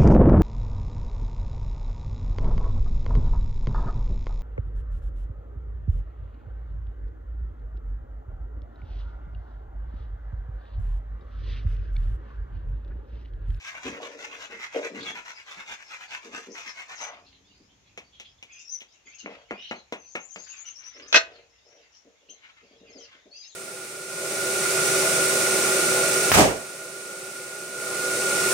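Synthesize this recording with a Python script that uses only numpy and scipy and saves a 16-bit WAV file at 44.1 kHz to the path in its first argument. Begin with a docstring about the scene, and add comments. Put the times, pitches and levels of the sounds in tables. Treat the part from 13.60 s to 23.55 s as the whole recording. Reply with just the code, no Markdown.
"""Quick rasping strokes: a carrot snaps on the teeth of a plastic-framed steel grater, whose sheet rings.
It stands in a clay dish of crumbs that judders when leant on. Small caged birds warble nearby.
The grater is knocked clean and dropped clattering on a plate, then hands sweep and pat the food
and shove the dish about. The room is small and hard, with faint air and a far rumble."""
import sys
import numpy as np
from scipy import signal
from scipy.fft import rfft, irfft
from scipy.io import wavfile
from scipy.ndimage import uniform_filter1d, minimum_filter1d

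SR = 44100
rng = np.random.default_rng(int(sys.argv[2]) if len(sys.argv) > 2 else 0)


def int16_out(signal):
    """Quantize to a 16-bit WAV file."""
    q = np.round(np.clip(np.atleast_2d(signal).T, -1, 1) * 32767)
    wavfile.write(sys.argv[1], SR, q.astype(np.int16))


N = 438794
TIME = np.arange(N) / SR


def from_db(db):
    return 10 ** (np.asarray(db) / 20)


def rms_one(x):
    return x / np.sqrt(np.mean(x ** 2) + 1e-20)


def unit_energy(x):
    return x / np.sqrt(np.sum(x ** 2) + 1e-20)


def at_hz(points, hz):
    """Read a table on a log-frequency axis."""
    known_hz, values = np.transpose(points)
    return np.interp(np.log(hz + 1e-9), np.log(known_hz), values)


def cut(x, hz, kind, order=2):
    """Butterworth filter."""
    return signal.sosfilt(signal.butter(order, hz, kind, fs=SR, output="sos"), x)


def through(x, response):
    """Pass a signal through an impulse response."""
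    return signal.oaconvolve(x, response)[:len(x)]


def coloured(x, spectrum, size=4096):
    """Give a signal a tone colour with a minimum-phase filter of unit energy."""
    cepstrum = irfft(np.log(from_db(at_hz(spectrum, np.fft.rfftfreq(size, 1 / SR)))))
    cepstrum[size // 2:] = 0
    cepstrum[0] /= 2
    return through(x, unit_energy(irfft(np.exp(2 * rfft(cepstrum)))))


def ringing(modes, spread_db):
    """Decaying sines, each struck with a strength of its own; unit energy."""
    t, ring = TIME[:SR // 2], 0
    for hz, db, t60 in modes:
        decay = from_db(db + spread_db * rng.normal() - 60 * t / t60)
        ring += decay * np.sin(2 * np.pi * hz * t) * rng.choice([-1, 1])
    return unit_energy(ring)


def drift(per_s, size=N):
    """A smooth random wander with a spread of 1."""
    points = rng.standard_normal(size // 8)
    return np.interp(np.arange(size) * per_s / SR, np.arange(len(points)), points) * np.sqrt(3 / 2)


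def grains(per_s, spread_db):
    """Random clicks of uneven size; rms 1."""
    sizes = from_db(spread_db * np.minimum(rng.exponential(1, N), 4)) * rng.choice([-1, 1], N)
    return rms_one(sizes * (rng.random(N) < per_s / SR))


def add(track, start_s, sound):
    """Mix a sound into a track."""
    i = max(int(start_s * SR), 0)
    track[..., i:i + sound.shape[-1]] += sound[..., :N - i]


def panned(x, left_db):
    """Pan at equal power."""
    return x * rms_one(from_db([[left_db / 2], [-left_db / 2]]))


# ring of the grater's steel sheet: pitch_hz, level_db, t60_s
SHEET_MODES = [(990, 0.5, 0.057), (1262, 9.5, 0.04), (1425, 3, 0.078), (1685, -2, 0.042), (2000, 1, 0.06),
               (2203, 16.5, 0.021), (2332, 8, 0.064), (2565, -2.5, 0.066), (3250, -9, 0.08)]
def sheet(force, detune_octaves=0.089):
    """The steel rings, each mode shifted at random by the pressing carrot."""
    loaded = [(hz * 2 ** (detune_octaves * rng.normal()), db, t60) for hz, db, t60 in SHEET_MODES]
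    return through(force, ringing(loaded, spread_db=4.5))


def bite(force, pitch_hz=2160, wander_octaves=0.34, t60_s=0.0085):
    """The cutting edge rings briefly, its pitch sliding as the carrot moves from tooth to tooth."""
    hz = pitch_hz * 2 ** (wander_octaves * drift(per_s=22)[:len(force)])
    carrier = np.exp(2j * np.pi * np.cumsum(hz) / SR)
    decay = unit_energy(from_db(-60 * TIME[:SR // 20] / t60_s))
    return np.sqrt(2) * np.real(carrier * through(force / carrier, decay))


# tone of the cutting teeth: frequency_hz, level_db
RASP_COLOUR = [(200, -22), (450, -17), (700, -7), (1000, -2.5), (1500, -3.5), (2150, 1), (2600, 2),
               (3100, -7), (3400, -7), (3900, -11), (4700, -15.5), (6300, -9), (7400, -16), (8800, -33),
               (11000, -35), (15500, -50.5)]
# carrot strokes, up and down in turn: middle_s, level_db, extra_scrape_db, extra_hiss_db
STROKES = [(0.0, -43, -3, 3), (0.082, -37.5, 0, -0.5), (0.168, -41, 5.5, -5.5), (0.268, -38, 5, 2.5),
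           (0.354, -41, 1.5, -4), (0.447, -40.5, 5, 2.5), (0.528, -51, 7, 3), (0.631, -37.5, 0, 4),
           (0.737, -40, 1.5, -1.5), (0.832, -41, 4, 3), (0.934, -44, 3.5, -0.5), (1.034, -39, 4, 4),
           (1.16, -39.5, 4.5, 3), (1.25, -39.5, 4, 3.5), (1.377, -42.5, 5.5, 0.5), (1.481, -38, 4, 2),
           (1.576, -39.5, 4, -1), (1.691, -39.5, 4.5, 2), (1.793, -46, -5, 0), (1.909, -39.5, 2.5, 1.5),
           (2.002, -43.5, 5.5, 0), (2.112, -37, 3, 3), (2.221, -48.5, 1, 2.5), (2.331, -39, 1, 1),
           (2.431, -41.5, 1, 1.5), (2.539, -38.5, 3.5, 2), (2.651, -47.5, 5, 5), (2.762, -40.5, 6, 5),
           (2.846, -51, 5, 8.5), (2.99, -38, 4.5, 3), (3.081, -41, 1.5, 1.5), (3.2, -39.5, 3.5, 2.5),
           (3.32, -42, 7.5, 3.5), (3.43, -43, 10, 8.5)]
def grating(down_s=0.074, up_s=0.064, rows_per_s=130, row_pulse_db=2, trim_db=-1.5):
    """Each stroke drags the carrot over rows of teeth; fibres snap and set the steel ringing."""
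    snaps = grains(per_s=1700, spread_db=3) * from_db(0.3 * drift(per_s=170))   # catching and slipping
    cutting = coloured(snaps, RASP_COLOUR)
    scrape = rms_one(cut(cutting, 1500, "low", order=4))
    rasp = rms_one(cut(cutting, [1500, 3400], "band", order=4))
    hiss = rms_one(cut(cutting, 3400, "high", order=4))
    touching = np.clip((STROKES[-1][0] + down_s - TIME) / down_s, 0, 1)
    out = from_db(-59) * touching * rms_one(cutting)   # the carrot still rubs as it turns round
    for k, (middle_s, db, scrape_db, hiss_db) in enumerate(STROKES):
        length_s = down_s if k % 2 else up_s
        span = slice(max(int((middle_s - 2 * length_s) * SR), 0), int((middle_s + 2 * length_s) * SR))
        speed = np.exp(-np.abs(2 * (TIME[span] - middle_s) / length_s) ** 2.5)   # a flattened bell
        rows_passed = rng.random() + rows_per_s * np.cumsum(np.sqrt(speed)) / SR
        pulse = rms_one(from_db(row_pulse_db * np.sin(2 * np.pi * rows_passed)))
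        teeth = (from_db(scrape_db - 6.5) * scrape[span] * speed ** 0.75
                 + rasp[span] * speed
                 + from_db(hiss_db - 7) * hiss[span] * speed ** 0.64)
        force = snaps[span] * pulse * speed
        steel = from_db(-8) * sheet(force) + from_db(-10) * bite(force)
        add(out, span.start / SR, from_db(db + trim_db) * (pulse * teeth + steel))
    return out


# tone of the room's air: frequency_hz, level_db
AIR_COLOUR = [(24, -36), (40, -18), (62, -5.5), (110, -19), (183, -17.5), (427, -14), (800, -13),
              (1400, -18), (2300, -15.5), (3300, -17), (4800, -20), (5860, -15), (6810, -11.5),
              (8110, -35.5), (15500, -43.5)]
# swell of the far rumble: time_s, level_db
RUMBLE_SWELL = [(0.0, -66.5), (1.6, -77), (3.2, -94), (3.6, -66), (4.7, -65.5), (5.2, -80), (5.7, -69),
                (7.2, -76.5), (7.7, -66.5), (8.5, -90), (9.3, -67), (9.95, -92)]
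def room_tone(air_db=-64.5, rumble_trim_db=-3):
    """Faint steady air and a slowly changing far rumble."""
    air = np.array([coloured(rng.standard_normal(N), AIR_COLOUR) for side in range(2)])
    rumble = rms_one(cut(cut(rng.standard_normal(N), 48, "high", order=3), 95, "low"))
    swell_db = np.interp(TIME, *np.transpose(RUMBLE_SWELL))
    return from_db(air_db) * air + from_db(swell_db + rumble_trim_db) * rumble


def judder(length_s, hz, rise_s, band_ratio, slips_per_s=1200):
    """A dull burst of small slips that swells and dies, at about rms 1 over its length."""
    t = TIME[:int(1.5 * SR)]
    slips = rng.standard_normal(len(t)) * (rng.random(len(t)) < slips_per_s / SR)
    dull = cut(slips, [hz / band_ratio, hz * band_ratio], "band", order=3)
    push = (1 - np.exp(-t / rise_s)) * np.exp(-0.59 * (t / length_s) ** 2)
    return unit_energy(dull * push) * np.sqrt(length_s * SR)


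# judders of the dish: start_s, length_s, pitch_hz, level_db
DISH_SHOVES = [(0.245, 0.055, 286, -36), (0.248, 0.058, 91, -46), (0.298, 0.29, 422, -47.5),
               (0.396, 0.028, 675, -39.5), (0.887, 0.076, 320, -51), (1.143, 0.034, 465, -27.5),
               (1.183, 0.073, 442, -38), (1.295, 0.15, 298, -43.5), (1.36, 0.11, 147, -51.5),
               (1.965, 0.023, 219, -56.5), (2.631, 0.089, 324, -50), (2.728, 0.057, 318, -49),
               (2.865, 0.05, 320, -44.5), (3.055, 0.031, 270, -60.5), (3.403, 0.12, 930, -41.5),
               (3.501, 0.71, 260, -69), (3.993, 0.034, 250, -59), (5.452, 0.021, 300, -63.5),
               (5.627, 0.068, 284, -47.5), (5.652, 0.1, 696, -48), (7.345, 0.12, 390, -55.5),
               (7.652, 0.13, 500, -55.5), (8.046, 0.092, 515, -63.5), (8.133, 0.073, 500, -62.5),
               (8.606, 0.06, 420, -68)]
def shoves():
    """Shoved or leant on, the heavy dish slips in short judders."""
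    out = np.zeros(N)
    for start_s, length_s, hz, db in DISH_SHOVES:
        add(out, start_s, from_db(db) * judder(length_s, hz, rise_s=0.017, band_ratio=1.488))
    return out


# body of the clay dish: pitch_hz, level_db, width_hz
CLAY_MODES = [(197, -2, 25), (277, 2, 25), (400, -6.5, 40), (459, 5.5, 24), (576, 1, 59), (690, -6.5, 34)]
def clay_dish(force, direct_db=-6):
    """The clay rings along with whatever pushes it."""
    ring = sum(from_db(db) * signal.lfilter(*signal.iirpeak(hz, hz / width_hz, fs=SR), force + 1e-18)
               for hz, db, width_hz in CLAY_MODES)
    return from_db(direct_db) * force + ring


def whistle(length_s, hz, glide_octaves, rough, arch_octaves=0.044, tremble_hz=170, waver_hz=120):
    """A bird's gliding note; a rough one trembles in pitch and level and spreads into a hoarse band."""
    progress = np.linspace(0, 1, int(length_s * SR))
    tremble, waver, flutter, rasp, wander = (drift(per_s, SR // 2)[:len(progress)]
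                                             for per_s in (600, 90, 150, 2200, 80))
    octaves = np.array([-glide_octaves / 2 - arch_octaves, 0, glide_octaves / 2 - arch_octaves])
    arc_hz = np.polyval(np.polyfit([0, 0.5, 1], hz * 2 ** octaves, 2), progress)
    pitch_hz = arc_hz * 2 ** (0.022 * wander) + rough * (tremble_hz * tremble + waver_hz * waver)
    phase = 2 * np.pi * np.cumsum(pitch_hz) / SR
    swell = np.sqrt(np.abs(np.sin(np.pi * progress))) * from_db(9 * rough * flutter)
    hoarse = 1 + from_db(-5) * (2 * rough) ** 2 * rasp
    tone = cut(swell * hoarse * np.sin(phase), 7250, "low", order=8)
    breathy_overtone = from_db(-38) * swell * rasp * np.sin(2 * phase)
    return rms_one(tone + breathy_overtone)


def birds(near_trim_db=-1, far_db=-72, far_notes=200, wet_db=0.5):
    """Near birds call over the faint chatter of others further off, all washed in the room."""
    out = from_db(near_trim_db) * (chirps() + squawks() + trill())
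    for when, height, bend, size in rng.random((far_notes, 4)):
        side_gains = from_db(far_db + 2 * rng.normal(size=(2, 1)))
        note = whistle(0.04 + 0.08 * size, 1900 * 3 ** height, 0.79 * (bend - 0.5), rough=0.43)
        add(out, when * N / SR, side_gains * note)
    reverb = np.array([room(side) for side in out])
    return (out + from_db(wet_db) * reverb) / np.hypot(1, from_db(wet_db))


# single chirps: start_s, length_s, pitch_hz, glide_octaves, arch_octaves, roughness, level_db
BIRD_CHIRPS = [(1.375, 0.084, 3780, -0.28, 0.015, 1.08, -45.5),
               (1.46, 0.039, 3336, -0.0053, -0.093, 0.22, -37),
               (0.923, 0.17, 2073, 0.066, 0.052, 0.33, -47), (1.735, 0.059, 4960, -0.074, -.06, 0.4, -54),
               (2.236, 0.068, 5390, -0.053, -0.027, 0.54, -56), (2.467, 0.072, 4360, -0.11, 0, 0.5, -56),
               (2.881, 0.085, 5870, 0.15, 0.018, 0.72, -51), (2.999, 0.12, 5580, -0.099, 0.014, 0.85, -48),
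               (3.35, 0.072, 5700, -0.15, -0.12, 0.55, -46), (3.4, 0.061, 6070, -0.093, -0.051, 0.18, -38),
               (3.645, 0.061, 4390, 0.11, 0.041, 0.65, -60.5),
               (3.669, 0.12, 3300, 0.078, -0.0093, 0.8, -64), (3.848, 0.24, 4870, 0.26, 0.047, 0.13, -70.5),
               (4.214, 0.089, 3900, 0.84, 0.084, 0.43, -74), (4.514, 0.18, 3340, -0.051, 0.054, 0.59, -57),
               (4.914, 0.063, 6390, -0.15, -0.0042, 0.4, -51.5),
               (4.982, 0.049, 6120, 0.22, -0.0076, 0.96, -49.5),
               (5.044, 0.061, 5590, 0.081, 0.029, 0.24, -44), (5.09, 0.078, 6180, -0.046, 0.13, 0.23, -37),
               (5.276, 0.086, 5440, 0.78, -0.013, 0.54, -63),
               (5.454, 0.058, 6650, -0.094, 0.028, 0.55, -56), (5.53, 0.032, 6400, 0.28, 0.053, 0.5, -51),
               (5.583, 0.031, 6220, -0.055, 0.023, 0.52, -45.5),
               (5.583, 0.024, 4690, -0.2, 0.02, 0.7, -51.5), (6.018, 0.034, 3940, 0.088, 0.02, 0.3, -49),
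               (6.07, 0.049, 4140, 0.44, 0.031, 0.55, -52), (6.123, 0.1, 4210, -0.14, 0.0052, 0.47, -58),
               (6.148, 0.046, 6470, 0.099, 0.051, 0.13, -59), (6.731, 0.2, 4740, -0.09, -0.029, 0.6, -57.5),
               (6.362, 0.19, 6130, -0.018, -0.022, 0.16, -53.5),
               (6.478, 0.083, 6490, 0.21, 0.034, 0.4, -54), (7.464, 0.068, 6130, -0.012, 0.01, 0.6, -48.5),
               (7.726, 0.051, 4250, -0.05, 0.02, 0.47, -59.5), (7.964, .08, 3710, 0.13, 0.045, 0.45, -71),
               (8.029, 0.16, 5670, 0.2, 0.075, 0.43, -62), (8.31, 0.09, 5550, -0.034, 0.032, 0.52, -57),
               (8.46, .07, 3660, -0.19, -0.0038, 0.5, -85.5), (8.56, 0.054, 3510, -.15, 0.025, 0.45, -73),
               (8.695, 0.021, 6300, 0.17, 0.12, 0, -44), (9.122, 0.048, 3400, -0.00047, 0.06, 0.45, -68),
               (9.268, 0.046, 4630, -.3, 0, 0.26, -65), (9.29, 0.033, 6450, -0.034, -0.045, .3, -58),
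               (9.31, 0.076, 5100, -0.33, 0.14, 0.35, -56), (9.373, 0.078, 6090, -.22, -0.0064, 0.44, -53),
               (9.4, 0.061, 5180, -0.49, 0.165, 0.1, -53), (9.71, 0.11, 4780, 0.2, .06, 0.16, -47),
               (9.735, 0.23, 6310, 0.25, -0.12, 0.47, -55), (9.806, 0.038, 4830, -0.29, 0.02, 0.17, -49),
               (9.807, .06, 3810, -0.09, -.1, 0.2, -57), (9.823, 0.045, 5220, .15, .03, 0.15, -51),
               (9.885, 0.054, 3950, -0.38, 0, 0.5, -57)]
def chirps(centre_hz=3200, left_db_per_octave=7):
    """Near birds whistle short notes; the higher ones come more from the left."""
    out = np.zeros((2, N))
    for start_s, length_s, hz, glide, arch, rough, db in BIRD_CHIRPS:
        note = from_db(db) * whistle(length_s, hz, glide, rough, arch)
        add(out, start_s, panned(note, left_db_per_octave * np.log2(hz / centre_hz)))
    return out


# hoarse calls: start_s, length_s, pitch_hz, glide_octaves, level_db
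BIRD_SQUAWKS = [(4.877, 0.18, 2548, 0.19, -57.5), (5.452, 0.052, 2343, -0.25, -58),
                (5.505, 0.052, 2457, 0.25, -58.5), (5.57, 0.055, 2964, -0.11, -56.5),
                (5.881, 0.17, 2460, 0.26, -57), (5.973, 0.15, 2937, 0.093, -49.5),
                (6.87, 0.14, 2610, -0.44, -58.5), (7.039, 0.065, 2974, -0.18, -56),
                (8.324, 0.028, 2860, 0.44, -69), (8.686, 0.0293, 3104, 0.154, -55.5),
                (9.253, 0.061, 2340, -0.3, -64), (9.376, 0.092, 2980, -0.14, -61),
                (9.725, 0.052, 2610, 0.276, -62.5), (9.817, 0.059, 2583, 0.23, -63)]
# voice of a squawk: pitch_ratio, level_db
SQUAWK_VOICE = [(1, 3.9), (1.36, -9), (1.95, -9)]
def squawks():
    """Three rough, inharmonic partials glide together, dead centre."""
    out = np.zeros((2, N))
    for start_s, length_s, hz, glide, db in BIRD_SQUAWKS:
        voice = sum(from_db(partial_db) * whistle(length_s, hz * ratio, glide, rough=0.38, waver_hz=220)
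                    for ratio, partial_db in SQUAWK_VOICE)
        add(out, start_s, from_db(db) * voice)
    return out


# shape of the trill: time_s, pitch_hz, length_s, glide_octaves, level_db, left_db
TRILL_SHAPE = [(6.589, 6660, 0.079, 0.27, -47.5, 8), (6.98, 6570, 0.066, 0.22, -43.5, 8),
               (7.056, 6120, 0.06, 0.13, -42, 8), (7.146, 5740, 0.065, 0.28, -44.5, 6),
               (7.246, 5800, 0.049, 0.063, -43, 9), (7.33, 5620, 0.069, 0.41, -52, -1),
               (7.414, 4960, 0.03, 0.05, -49, -5.5)]
def trill(first_s=6.595, step_s=0.0915, notes=10):
    """One bird runs off evenly spaced, upward-hooked notes that end shorter and lower."""
    out = np.zeros((2, N))
    times, *curves = np.transpose(TRILL_SHAPE)
    for start_s in first_s + step_s * np.arange(notes):
        hz, length_s, glide, db, left_db = (np.interp(start_s, times, curve) for curve in curves)
        note = from_db(db) * whistle(length_s, hz, glide, rough=0.3, arch_octaves=-0.025)
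        add(out, start_s, panned(note, left_db))
    return out


# tone of the crumbs: frequency_hz, level_db
CRUMB_COLOUR = [(150, -29), (250, -9.5), (411, -16.5), (609, -14.5), (850, -6), (1300, 1.5), (2320, 4.5),
                (3320, -1), (6480, -18.5), (15000, -54.5)]
# crumbs swept or spilled; at 7.75 s, the grater scraping across the plate: peak_s, half_length_s, level_db
SWEEPS_AND_SCRAPE = [(3.471, 0.13, -47), (5.717, 0.12, -53), (6.925, 0.16, -56.5), (7.06, 0.086, -58.5),
                     (7.238, 0.063, -55.5), (7.454, 0.16, -53.5), (7.75, 0.1, -57), (8.117, 0.11, -72),
                     (8.293, 0.16, -73.5), (8.863, 0.066, -54.5), (9.0, 0.085, -64.5),
                     (9.142, 0.018, -60.5), (9.326, 0.15, -66), (9.513, 0.13, -58.5)]
def crumbs_and_scrape(stir_db=-82, clump_db=2.8, trim_db=2):
    """Soft moist grains rub and tumble in swelling clumps; one swell is the grater scraping the plate."""
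    sweeps = sum(from_db(db) * np.exp(-2 * ((TIME - peak_s) / half_length_s) ** 2)
                 for peak_s, half_length_s, db in SWEEPS_AND_SCRAPE)
    clumps = from_db(trim_db + clump_db * drift(per_s=70))
    rustle = rms_one(coloured(grains(per_s=4000, spread_db=4.2), CRUMB_COLOUR))
    return (from_db(stir_db) + sweeps) * clumps * rustle


def impact(colour, rattle_db, rattle_s):
    """A sharp contact followed by a brief burst of tiny after-contacts; unit energy."""
    t = TIME[:SR // 2]
    force = from_db(rattle_db) * unit_energy(rng.standard_normal(len(t)) * np.exp(-t / rattle_s))
    force[0] += 1
    return unit_energy(coloured(force, colour))


# tone of the frame's thump and of the steel's tick: frequency_hz, level_db
THUMP_COLOUR = [(65, -7), (110, -28.5), (184, -7.5), (532, -5.5), (888, -6), (1020, -9), (1400, -6),
                (1520, -9.5), (2090, -4), (2650, 0), (3000, -7.5), (3900, -94), (6600, -120)]
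STEEL_COLOUR = [(1000, -36), (2400, 8.5), (3400, 3.5), (4700, -10.5), (6300, -1), (7400, -11.5),
                (8800, -22), (12000, -28), (15500, -27)]
# ring of the plastic frame: pitch_hz, level_db, t60_s
FRAME_MODES = [(209.8, 4, 0.18), (385, 0, 0.1), (492, 12, 0.09), (738, 4, 0.11), (970, 2, 0.1),
               (2130, 8, 0.06), (2176, 25, 0.023)]
# knocks on the frame: start_s, thump_db, cutoff_hz, tick_db
FRAME_KNOCKS = [(4.376, -33.5, 1470, -27), (4.599, -43.5, 1490, -27), (4.827, -46, 2500, -28.5),
                (5.205, -60, 2010, -31), (5.217, -46, 1990, -33), (5.66, -27.5, 2220, -43),
                (5.909, -21.5, 885, -33.5), (6.111, -21.5, 1080, -29), (6.324, -22.5, 1100, -24),
                (6.553, -20.5, 9000, -22.5), (6.76, -31.5, 1110, -31)]
def knocks(thump_trim_db=21, tick_trim_db=15):
    """Shreds are knocked off: a thump of the frame on the food and a tick of the steel."""
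    out = np.zeros(N)
    for start_s, thump_db, cutoff_hz, tick_db in FRAME_KNOCKS:
        thump = impact(THUMP_COLOUR, rattle_db=2.5, rattle_s=0.028)
        thump += from_db(-6) * ringing(FRAME_MODES, spread_db=6)
        thump = cut(cut(thump, 120, "high", order=3), cutoff_hz, "low", order=1)
        tick = impact(STEEL_COLOUR, rattle_db=7, rattle_s=0.018)
        add(out, start_s, from_db(thump_db + thump_trim_db) * unit_energy(thump))
        add(out, start_s, from_db(tick_db + tick_trim_db) * tick)
    return out


# the grater lands on the plate and rattles: start_s, level_db
PLATE_HITS = [(7.527, -7.5), (7.5432, -2.5), (7.5458, -2.5), (7.551, -6), (7.5552, -4), (7.559, 0.5),
              (7.5631, -3), (7.5684, -7), (7.572, -10.5), (7.5776, -11), (7.606, -20)]
# crack of each hit: frequency_hz, level_db
CRACK_COLOUR = [(90, -63), (170, -30.5), (300, -15), (520, -6.5), (900, -11.5), (1550, -7), (2400, -9),
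                (2900, -7.5), (4200, -14), (4800, -13.5), (6000, -8.5), (7200, -21), (8500, -39),
                (15000, -48.5)]
# plate and grater ringing together: pitch_hz, level_db, t60_s
PLATE_MODES = [(460, -18, .15), (594, -14, .15), (663, -13, .18), (1225, -16, .15), (1244, -14, .18),
               (1490, -12, .1), (1556, -11, .15), (1575, -12, .15), (1631, -11, .15), (1863, -9, .04),
               (1882, -7, .1), (1928, -12, .1), (2066, -13, .1), (2123, -11, .12), (2525, -5, .045),
               (2560, -3, .05), (2590, -7, .05), (2660, -13, .12), (3320, -11, .12), (3630, -16, .1),
               (3908, -14, .12), (4201, -11, .12), (4552, -15, .11), (5190, -16, .11), (5590, -13, .12),
               (6115, -15, .1), (6251, -10, .12), (7036, -25, .12), (7420, -25, .13)]
def plate_face(crack_db, ring_db):
    """Corner after corner hits the plate; every contact cracks and drives every mode."""
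    cracks, force, rings = np.zeros((3, N))
    landing_s = PLATE_HITS[0][0]
    for start_s, db in PLATE_HITS:
        add(cracks, start_s, from_db(db) * impact(CRACK_COLOUR, rattle_db=16.5, rattle_s=0.0092))
        add(force, start_s - landing_s, from_db(db) * rng.standard_normal(8))
    for hz, db, t60 in PLATE_MODES:
        ring = through(force[:SR // 2], ringing([(hz, 0, t60)], spread_db=0))
        add(rings, landing_s, from_db(db) * unit_energy(ring))
    crash = from_db(crack_db) * unit_energy(cracks) + from_db(ring_db) * unit_energy(rings)
    return cut(crash, 180, "high", order=4)


def clatter():
    """The plate lies close and wide, so above the bass left and right hear different faces of it."""
    mid = place(plate_face(crack_db=15, ring_db=19), lag_ms=0.02, left_db=0.1, wet_db=-15)
    side = cut(plate_face(crack_db=14, ring_db=16), 450, "high")
    return mid + side * [[1], [-1]]


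# hands press into the food: start_s, level_db
HAND_PATS = [(8.446, -62.5), (8.685, -65), (9.012, -65), (9.108, -63.5), (9.2, -60), (9.275, -61.5),
             (9.345, -53.5), (9.54, -68), (9.652, -60.5)]
def pats():
    """The palm thuds on the dish and the food gives way with a squash."""
    out = np.zeros(N)
    for start_s, db in HAND_PATS:
        thud = from_db(3) * judder(length_s=0.033, hz=290, rise_s=0.0035, band_ratio=1.46)
        squash = from_db(0.22) * judder(length_s=0.061, hz=476, rise_s=0.0069, band_ratio=1.46)
        add(out, start_s, from_db(db) * (thud + squash))
    return out


# decay of the small hard room: frequency_hz, t60_s
ROOM_DECAY = [(150, 0.04), (500, 0.33), (2000, 0.24), (6000, 0.19), (14000, 0.021)]
def room(x, build_s=0.0026):
    """Dense reflections that swell quickly and die band by band."""
    t, edges_hz, tail = TIME[:SR // 2], np.geomspace(60, 18000, 9), 0
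    for low, high in zip(edges_hz, edges_hz[1:]):
        t60 = at_hz(ROOM_DECAY, np.sqrt(low * high))
        tail += cut(rng.standard_normal(len(t)), [low, high], "band") * from_db(-60 * t / t60)
    return through(x, unit_energy(tail * (1 - np.exp(-t / build_s))))


def place(x, lag_ms, left_db, wet_db):
    """Direct sound reaches the right side late; the room answers differently on each side."""
    direct = np.array([x, np.interp(TIME - lag_ms / 1000, TIME, x)])
    reverb = np.array([room(x) for side in range(2)])
    balance = from_db([[left_db / 2], [-left_db / 2]])
    return (direct + from_db(wet_db) * reverb) * balance / np.hypot(1, from_db(wet_db))


def near_echoes(x, echo_db, decay_s=0.0042, size=6000):
    """Floor, dish and arms scatter sound within milliseconds, anew on each side as the arms move."""
    t, echoes = TIME[:SR // 20], np.zeros((2, N))
    fade = np.sin(np.pi * np.arange(size) / size)
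    for side, echo in zip(cut(x, 1000, "high"), echoes):
        for i in range(0, N - size, size // 2):
            scatter = unit_energy(rng.standard_normal(len(t)) * (t > 0.001) * np.exp(-t / decay_s))
            add(echo, i / SR, signal.fftconvolve(side[i:i + size] * fade, scatter))
    return (x + from_db(echo_db) * echoes) / np.hypot(1, from_db(echo_db))


def scene():
    """Grater and dish a little to the left, the plate in front, birds and air all round."""
    rubbing = place(grating() + crumbs_and_scrape(), lag_ms=0.16, left_db=1.5, wet_db=-11.5)
    bumps = place(clay_dish(shoves() + pats()) + knocks(), lag_ms=0.17, left_db=1.9, wet_db=-16.5)
    mix = near_echoes(rubbing, echo_db=1) + bumps + clatter() + birds() + room_tone()
    return cut(mix, 24, "high")


def record(dry, notch_hz=7200, notch_width_hz=3000, notch_db=-14, ceiling=0.95, top_hz=15700):
    """A wide notch dulls the right side; a limiter holds the highest peaks down and the top is cut."""
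    left, right = dry
    notch_band = signal.lfilter(*signal.iirpeak(notch_hz, notch_hz / notch_width_hz, fs=SR), right)
    stereo = np.array([left, right - (1 - from_db(notch_db)) * notch_band])
    needed_gain = 1 / np.maximum(np.abs(stereo).max(axis=0) / ceiling, 1)
    limiter = uniform_filter1d(minimum_filter1d(needed_gain, size=89), size=89)
    return signal.sosfilt(signal.ellip(10, 0.1, 70, top_hz, fs=SR, output="sos"), stereo * limiter)


dry = scene()
out = record(dry)
int16_out(out)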